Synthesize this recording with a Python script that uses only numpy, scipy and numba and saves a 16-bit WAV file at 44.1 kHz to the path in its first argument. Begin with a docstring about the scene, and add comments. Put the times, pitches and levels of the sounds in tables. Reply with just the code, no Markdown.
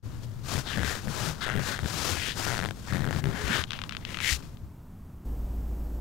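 """Cleaning a kitten's ear

A cotton swab is worked back and forth in a kitten's ear, right at the left microphone.
Its fibres hiss over skin and fur. It creaks as it grips, catches and slips with dull thuds,
comes unstuck in tacky ticks and is drawn out with a swish.
A faint gurgle sounds on the right; at the end the quiet room gives way to a low hum."""
import sys
import numpy as np
from scipy import signal
from scipy.fft import rfft, irfft, next_fast_len
from scipy.io import wavfile
from scipy.ndimage import uniform_filter1d
from numba import njit

SR = 44100
rng = np.random.default_rng(int(sys.argv[2]) if len(sys.argv) > 2 else 0)


def pcm_store(signal):
    """Save signal as 16-bit PCM."""
    levels = np.round(np.clip(np.atleast_2d(signal), -1, 1) * 32767)
    wavfile.write(sys.argv[1], SR, levels.astype(np.int16).T)


N = 264644

# Tacky skin comes unstuck: (time [s], relative tick level [dB], pitch [Hz], relative ring level [dB])
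TACKY_TICKS = [(3.6379, -18, 2900, -36), (3.706, -19, 2880, -40), (3.7184, -23, 3020, -37),
               (3.7317, -21.5, 3190, -35.5), (3.789, -26, 2770, -34), (3.8157, -22.5, 2830, -37),
               (3.837, -23.5, 2920, -37), (3.8929, -21, 2740, -44), (3.909, -32, 3130, -40),
               (3.9223, -24, 2800, -36.5), (3.9489, -26, 2360, -39), (3.9671, -20.5, 2900, -39),
               (4.0498, -20.5, 2940, -40.5), (4.144, -21.5, 2370, -40), (4.1706, -21.5, 2390, -37),
               (4.1874, -21, 2300, -38), (4.2026, -19.5, 2380, -35), (4.4238, -40, 2410, -59),
               (4.5702, -43, 3332, -56)]
# Runs of catching and letting go: (start [s], end [s], slips [per s], relative snap level [dB],
# relative thud level [dB], growth of the snap over the run [dB])
SLIP_RUNS = [(0.5573, 0.5797, 52, -17.5, -20.5, 1), (0.774, 0.816, 98, -19.5, -20.5, -6),
             (0.8325, 0.8467, 77, -15, -24, -4), (1.0734, 1.0818, 106, -24.5, -20, 3),
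             (1.4654, 1.5, 128, -16, -37, 3), (1.508, 1.54, 125, -20.5, -33, -1),
             (1.5542, 1.5752, 97, -20.5, -20, 1), (1.5832, 1.5945, 105, -21, -19, 9.5),
             (1.7909, 1.7991, 122, -19.5, -44, -7), (1.8324, 1.859, 78, -19.5, -21.5, 3),
             (2.4666, 2.5793, 124, -16.5, -31, -2.5), (2.5911, 2.6253, 90, -16.5, -30, -4),
             (2.6336, 2.659, 108, -16.5, -26, 2.5), (2.6686, 2.709, 51, -21, -29, 5),
             (2.9247, 3.034, 85, -20, -21, -5.5), (3.0433, 3.0885, 87, -20, -23, -4),
             (3.109, 3.1483, 52, -18.5, -25.5, -7.5), (3.162, 3.187, 100, -23, -23.5, -6),
             (3.241, 3.2885, 65, -21, -20.5, -10.5), (3.3, 3.345, 67, -31, -25.5, -2)]


def from_db(db):
    """Turn decibels into a gain, the number a sound is multiplied by."""
    return 10 ** (np.asarray(db) / 20)


def rms_one(x):
    """Scale a sound to an average power of 1."""
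    return x / np.sqrt(np.mean(x ** 2) + 1e-20)


def peak_one(x):
    """Scale a sound so that its outline peaks at 1."""
    return x / np.abs(signal.hilbert(x)).max()


def add(track, s, sound):
    """Mix a short sound into a track, s seconds in."""
    at = int(round(s * SR))
    track[at:at + len(sound)] += sound[:N - at]


def colour(x, spectrum):
    """Shape the tone with a curve of (frequency [Hz], level [dB]) points."""
    hz, db = np.transpose(spectrum)
    size = next_fast_len(N + 4096)
    bin_hz = np.maximum(np.fft.rfftfreq(size, 1 / SR), 1)
    gain = from_db(np.interp(np.log(bin_hz), np.log(hz), db))
    return irfft(rfft(x, size) * gain, size)[:N]


def soften(x, cut_hz):
    """Round off the treble, as a soft contact does."""
    return signal.sosfilt(signal.butter(2, cut_hz, fs=SR, output="sos"), x)


def noise(spectrum):
    """Steady noise with the given tone, at power 1."""
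    return rms_one(colour(rng.standard_normal(N), spectrum))


def drift(rate):
    """A random wander that heads for a new value `rate` times a second."""
    place = np.arange(N) * rate / SR
    return rms_one(np.interp(place, np.arange(8192), rng.standard_normal(8192)))


def grains(per_s, spread_db):
    """Tiny clicks of uneven size at random moments."""
    sizes = from_db(spread_db * np.minimum(rng.exponential(1, N), 4))
    return sizes * rng.choice([-1, 1], N) * (rng.random(N) < per_s / SR)


def resonate(x, hz, width_hz):
    """Make a sound ring at one pitch; a narrower width rings longer."""
    r = np.exp(-np.pi * width_hz / SR)
    feedback = [1, -2 * r * np.cos(2 * np.pi * hz / SR), r * r]
    return signal.lfilter(np.array([1, 0, -1]) * (1 - r * r) / 2, feedback, x + 1e-18)


@njit
def glide(x, turn, r):
    """A ringing filter whose pitch (`turn`, in radians per sample) can move."""
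    y = np.zeros(len(x))
    for i in range(2, len(x)):
        push = (1 - r * r) / 2 * (x[i] - x[i - 2])
        y[i] = push + 2 * r * np.cos(turn[i]) * y[i - 1] - r * r * y[i - 2]
    return y


def focused_ring(x, hz, width_hz):
    """Filter twice around a steady or sliding pitch, and scale to power 1."""
    turn = np.full(len(x), 2 * np.pi * hz / SR)
    r = np.exp(-np.pi * width_hz / SR)
    return rms_one(glide(glide(x, turn, r), turn, r))


def swell(s, rise_s, fall_s, rise_power=1.01, fall_power=0.88):
    """Gain of a movement that speeds up evenly until time s, then slows to rest."""
    t = np.arange(N) / SR - s
    speed = np.maximum(1 - np.maximum(-t / rise_s, t / fall_s), 0)
    return speed ** np.where(t < 0, rise_power, fall_power)


def background(room_db=-44.5, handling_db=-47, late_room_db=-36, hum_at_s=5.245, hum_hz=56.6, hum_db=-32):
    """A quiet room with a soft handling rumble; later a wavering low hum in a louder room."""
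    # Tone of the room before and during the hum: (frequency [Hz], relative level [dB])
    quiet_tone = [(22, -2.5), (40, -3), (100, -0.5), (135, -5.5), (200, -9), (260, -12.5), (500, -27.5),
                  (1000, -27.5), (2000, -40.5), (4000, -47), (8800, -47), (10000, -50.5), (11500, -45),
                  (15000, -45.5)]
    humming_tone = [(20, -8.5), (36, 0.5), (55, -4.5), (80, -8.5), (130, -15.5), (270, -16.5), (420, -27),
                    (850, -33), (2000, -48.5), (4000, -54), (8700, -52.5), (10000, -59), (11500, -51),
                    (15000, -49)]
    t = np.arange(N) / SR
    handled = np.interp(t, [4.35, 4.7], [1, 0])
    handling = from_db(handling_db) * handled * np.array([noise(quiet_tone), noise(quiet_tone)])
    hum = np.sqrt(2) * np.sin(2 * np.pi * hum_hz * t) * from_db(hum_db + drift(rate=5.4))
    quiet = from_db(room_db) * noise(quiet_tone) + handling
    humming = hum + from_db(late_room_db) * noise(humming_tone)
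    late = np.clip((t - hum_at_s) / 0.0097, 0, 1)
    return (1 - late) * quiet + late * humming


def gurgle():
    """A short, low bubbling amid three swells of a thin, wavering whine."""
    # The bubbling: (loudest at [s], rise [s], fall [s], level [dB])
    bubble_swell = (3.5, 0.01, 0.04, -27)
    # The whine: (loudest at [s], rise [s], fall [s], level [dB], pitch [Hz])
    whines = [(3.275, 0.052, .06, -36, 388), (3.425, 0.07, 0.031, -38, 418), (3.56, 0.04, 0.058, -45, 397)]
    *shape, db = bubble_swell
    bubbling = focused_ring(grains(per_s=800, spread_db=3), hz=205, width_hz=150)
    out = from_db(db) * swell(*shape) * soften(bubbling, cut_hz=420)
    wavering_s = np.cumsum(1 + 0.021 * drift(rate=130)) / SR
    for *shape, db, hz in whines:
        out += from_db(db) * swell(*shape) * np.sqrt(2) * np.sin(2 * np.pi * hz * wavering_s)
    return out


def drone(hz=112, db=-37):
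    """A soft, wavering drone sounds while the swab rests before the first stroke."""
    held = np.interp(np.arange(N) / SR, [.42, .55], [1, 0])
    phase = 2 * np.pi * np.cumsum(hz * (1 + 0.057 * drift(rate=51.3))) / SR
    return held * from_db(db + 2 * drift(rate=41)) * np.sqrt(2) * np.sin(phase)


def thud(hz, fade_s):
    """Soft flesh swings and quickly settles."""
    t = np.arange(SR // 8) / SR
    return np.sin(2 * np.pi * hz * t) * np.exp(-t / fade_s)


def bumps(fade_s=0.026, boost_db=3, push_s=0.0035):
    """The ear flap and head are softly nudged and spring back with a slow, heavy swing."""
    # The nudges: (time [s], relative level [dB], pitch [Hz])
    nudges = [(0.849, -23.5, 74.6), (1.078, -23.5, 149.8), (1.21, -27, 119), (1.27, -21.5, 155.7),
              (1.599, -28, 130), (1.931, -28, 169), (2.119, -24.5, 82), (2.169, -28, 84),
              (3.437, -22.5, 64.6), (3.59, -26, 83.4), (4.319, -19, 66), (4.629, -31.5, 86.1)]
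    out = np.zeros(N)
    for s, db, hz in nudges:
        swing = thud(hz, fade_s)
        push = 1 - np.exp(-np.arange(len(swing)) / SR / push_s)
        add(out, s, from_db(db + boost_db) * swing * push)
    return out


def touching(lift_s=4.43, fade_s=0.47):
    """A gain of 1 while the swab is in the ear, dying away as it is lifted."""
    return np.clip(1 - (np.arange(N) / SR - lift_s) / fade_s, 0, 1) ** 2


def rumble(drag_gain, resting_db=-43, vs_drag_db=-2, vs_thud_db=-7, linger_s=0.041):
    """Pressed flesh shudders under the swab: more as it drags, most during a run of slips."""
    # Tone of the flesh: (frequency [Hz], relative level [dB])
    flesh_tone = [(20, -18), (40, -18.5), (75, -0.5), (115, 1.5), (200, -5), (300, -14.5), (500, -18),
                  (1500, -46.5)]
    t = np.arange(N) / SR
    power = (from_db(resting_db) * touching()) ** 2 + (from_db(vs_drag_db) * drag_gain) ** 2
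    for start_s, end_s, _, _, thud_db, _ in SLIP_RUNS:
        during = np.interp(t, [start_s - linger_s, start_s, end_s, end_s + linger_s], [0, 1, 1, 0])
        power += (from_db(thud_db + vs_thud_db) * during) ** 2
    shudder = noise(flesh_tone)
    strength = np.sqrt(uniform_filter1d(shudder ** 2, size=1500) + 1e-6)
    return np.sqrt(power) * shudder / strength  # dividing evens out the noise's own swells


def release(crumble, crumble_s):
    """One sharp release, trailed by a few fibres that let go after it."""
    t = np.arange(SR // 8) / SR
    return (t == 0) + crumble * rng.standard_normal(len(t)) * np.exp(-t / crumble_s)


def ticks(hollow_hz=1200, ring_boost_db=12, tick_boost_db=5, delay_s=0.001007):
    """Tiny sticky contacts stretch and part, each a bright tick over a hollow ring of the ear."""
    out = np.zeros(N)
    for s, tick_db, hz, ring_db in TACKY_TICKS:
        kick = soften(release(crumble=0.081, crumble_s=0.0022), cut_hz=12000)
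        bright = resonate(resonate(kick, hz, width_hz=1000), hz, width_hz=4600)
        hollow = resonate(resonate(kick, hollow_hz, width_hz=570), hollow_hz, width_hz=1340)
        tick = from_db(tick_db + tick_boost_db) * peak_one(bright)
        ring = from_db(ring_db + ring_boost_db) * peak_one(hollow)
        add(out, s + delay_s, ring - tick)  # a short delay before each tick sounds
    return out


def juddering(slowing=.15, jitter_s=.0006, uneven_db=1.3):
    """Split each run into slips that spread out as the swab slows: (time [s], snap [dB], thud [dB])."""
    rows = []
    for start_s, end_s, per_s, snap_db, thud_db, growth_db in SLIP_RUNS:
        length_s = end_s - start_s
        along = np.linspace(0, 1, max(2, 1 + round(length_s * per_s)))
        late, harder, heavier = rng.standard_normal(size=(40, 3))[:len(along)].T
        times = start_s + length_s * along * (1 - slowing * (1 - along))
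        times += jitter_s * late * np.sin(np.pi * along)  # least even in the middle of the run
        snaps = snap_db + growth_db * (along - .5) + uneven_db * harder
        rows += zip(times, snaps, thud_db + uneven_db * heavier)
    return rows


def slips(slip_rows, thud_boost_db=3, jolt_boost_db=-3, snap_boost_db=1):
    """Each slip jolts the ear and rings it with a snap; the stretched skin swings back with a thud."""
    # The rings in a snap: (pitch [Hz], width [Hz], relative level [dB])
    snap_rings = [(1474, 540, 21.5), (2980, 800, 8.5), (6100, 29000, -1)]
    out = np.zeros(N)
    for s, snap_db, thud_db in slip_rows:
        kick = soften(release(crumble=0.16, crumble_s=.0012), cut_hz=8000)
        detunes = np.exp(.07 * rng.standard_normal(len(snap_rings)))
        snap = sum(from_db(db) * resonate(kick, hz * detune, width)
                   for (hz, width, db), detune in zip(snap_rings, detunes))
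        jolt = soften(resonate(kick, hz=300, width_hz=4850), cut_hz=900)
        crack = from_db(jolt_boost_db) * peak_one(jolt) + from_db(snap_boost_db) * peak_one(snap)
        swing = from_db(thud_db + thud_boost_db) * thud(hz=140, fade_s=0.0054)
        add(out, s, swing - from_db(snap_db) * crack)
    return out


def sticking(slip_rows, stick_s=.0075, dip_db=-7):
    """Just before each slip or tick the swab is stuck, so the rubbing dips."""
    t, stuck = np.arange(N) / SR, np.zeros(N)
    for s, *_ in slip_rows + list(TACKY_TICKS):
        near = slice(int(s * SR) - SR // 20, int(s * SR) + SR // 20)
        stuck[near] += np.exp(-((t[near] - s + stick_s / 2) / stick_s) ** 2)
    return from_db(dip_db * np.minimum(stuck, 1))


def stutter(per_s=125, depth_db=2.5, uneven=0.202):
    """Gain that makes a creak pulse unsteadily as the cotton grips and gives."""
    turns = np.cumsum(per_s * (1 + uneven * drift(rate=60))) / SR
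    return from_db(depth_db * np.cos(2 * np.pi * turns))


def creaking(catches):
    """Tiny catches ring the ear at two pitches; the upper one slides as the swab changes depth."""
    # The cotton grips: (tightest at [s], rise [s], fall [s], lower level [dB], upper level [dB],
    # lower pitch [Hz], upper pitch [Hz], upper slide [octaves per s])
    creaks = [(0.685, 0.042, 0.082, -40, -33, 1610, 3500, -5.5),
              (0.82, 0.13, 0.2, -29.5, -39.5, 1610, 3020, 2),
              (1.416, 0.015, 0.078, -31, -34, 1460, 3860, -5),
              (1.485, 0.058, .16, -26, -34.5, 1500, 3000, -1.5),
              (1.70, 0.11, 0.15, -33.5, -40, 1600, 3850, -1),
              (2.29, 0.23, 0.065, -36.5, -32, 1680, 3070, 2),
              (2.48, 0.097, 0.12, -29.5, -44, 1450, 3240, 8),
              (2.94, 0.068, 0.25, -32.5, -48, 1720, 3500, 2.5),
              (3.4, 0.23, 0.13, -35.5, -46, 1670, 3300, 1), (3.545, .11, .11, -26.5, -30, 1466, 2970, 2.5),
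              (3.734, 0.072, 0.14, -48, -39, 1430, 2970, -2),
              (3.93, 0.048, 0.052, -48, -39.5, 1500, 2830, 0),
              (4.198, 0.21, 0.054, -38.5, -40.5, 1950, 2700, -2),
              (4.295, .1, 0.043, -24.5, -30, 1930, 3030, -1)]
    out = np.zeros(N)
    for s, rise_s, fall_s, lower_db, upper_db, lower_hz, upper_hz, slide in creaks:
        gain = swell(s, rise_s, fall_s)
        at = np.flatnonzero(gain)
        lower = focused_ring(catches[at], lower_hz, width_hz=720)
        upper = focused_ring(catches[at], upper_hz * 2 ** (slide * (at / SR - s)), width_hz=1550)
        out[at] += gain[at] * (from_db(lower_db) * lower - from_db(upper_db) * upper)
    return out


def sweeping(resting_db=-57.5):
    """Gains of hiss and drag: each stroke adds to the faint sound of the swab lying on the skin."""
    # Strokes over the skin: (fastest at [s], rise [s], fall [s], fibre hiss [dB], dull drag [dB])
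    strokes = [(0.15, 0.21, 0.14, -58, -52), (0.24, .03, 0.027, -47.5, -56), (0.566, 0.14, 0.068, -30, -32),
               (0.699, 0.1, 0.26, -41, -38), (0.895, 0.24, 0.14, -32.5, -34.5),
               (1.27, 0.3, 0.083, -32, -31.5), (1.36, .07, 0.1, -47.5, -44),
               (1.422, 0.02, 0.18, -37.5, -38.5), (1.685, 0.13, 0.11, -33, -34),
               (2.111, 0.38, .08, -28.5, -30.5), (2.28, 0.51, 0.083, -34.5, -40.5),
               (2.39, 0.047, 0.054, -31, -33), (2.48, .09, 0.18, -26.5, -31), (2.66, .08, 0.078, -41, -40),
               (2.8, 0.09, 0.11, -48.5, -54), (2.95, .13, 0.14, -37.5, -37),
               (3.182, 0.11, 0.032, -35.5, -30.5), (3.3, 0.066, 0.15, -41, -33),
               (3.571, .27, 0.088, -33, -31), (3.74, 0.045, 0.42, -53, -46), (4.13, 0.08, 0.39, -42.5, -43),
               (4.316, 0.12, 0.063, -24.5, -47)]
    hiss_power = (from_db(resting_db) * touching()) ** 2
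    drag_power = hiss_power.copy()
    for s, rise_s, fall_s, hiss_db, drag_db in strokes:
        stroke = swell(s, rise_s, fall_s)
        hiss_power += (from_db(hiss_db) * stroke) ** 2
        drag_power += (from_db(drag_db) * stroke) ** 2
    return np.sqrt(hiss_power), np.sqrt(drag_power)


def rubbing(hiss_gain, drag_gain):
    """Thousands of fibres flick over the skin; the uneven grip shakes drag, hiss and creak together."""
    # Tones of the dull drag and the fibre hiss: (frequency [Hz], relative level [dB])
    drag_tone = [(100, -22), (250, 2), (450, -1), (750, -1), (1300, -1), (2200, -13.5), (5000, -18),
                 (16000, -57)]
    fibre_tone = [(100, -42), (300, -40), (1200, -9.5), (2500, -1.5), (5000, -1), (7000, -3), (8400, -7.5),
                  (11000, -11.5), (15000, -17)]
    # Dragging rings the ear: (pitch [Hz], width [Hz], level compared with the drag [dB])
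    ear_rings = [(1450, 720, -6.5), (3500, 1800, -13)]
    grip = drift(rate=330)
    drag = rms_one(colour(grains(per_s=4000, spread_db=3) * from_db(2 * grip), drag_tone))
    hiss = rms_one(colour(grains(per_s=16000, spread_db=0.5) * from_db(1.3 * grip), fibre_tone))
    flicks, catches = (grains(per_s=6000, spread_db=3) * from_db(1.06 * grip) for _ in range(2))
    ring = sum(from_db(db) * focused_ring(flicks, hz, width) for hz, width, db in ear_rings)
    return drag_gain * (drag + ring) + hiss_gain * hiss + creaking(catches * stutter())


def scene():
    """The swab is at the left microphone, the gurgle at the right, the room in the middle."""
    # How much of the swab reaches the right microphone: (frequency [Hz], level [dB])
    far_side = [(60, -19), (160, -20.5), (1300, -20), (4000, -19), (8000, -18), (15000, -17)]
    hiss_gain, drag_gain = sweeping()
    slip_rows = juddering()
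    rub = rubbing(hiss_gain, drag_gain) * sticking(slip_rows)
    swab = rub + rumble(drag_gain) + slips(slip_rows) + ticks() + bumps() + drone()
    stereo_swab = np.array([swab, colour(swab, far_side)])
    return stereo_swab + gurgle() * from_db([[-12], [0]]) + background()


def record(dry):
    """The sound fades in quickly, and the highest treble is cut."""
    fade = np.interp(np.arange(N) / SR, [.025, .045], [.03, 1])
    cutoff_hz = 15700
    return signal.sosfilt(signal.ellip(10, .2, 80, CUTOFF := cutoff_hz, fs=SR, output="sos"), dry * fade)


dry = scene()
out = record(dry)
pcm_store(out)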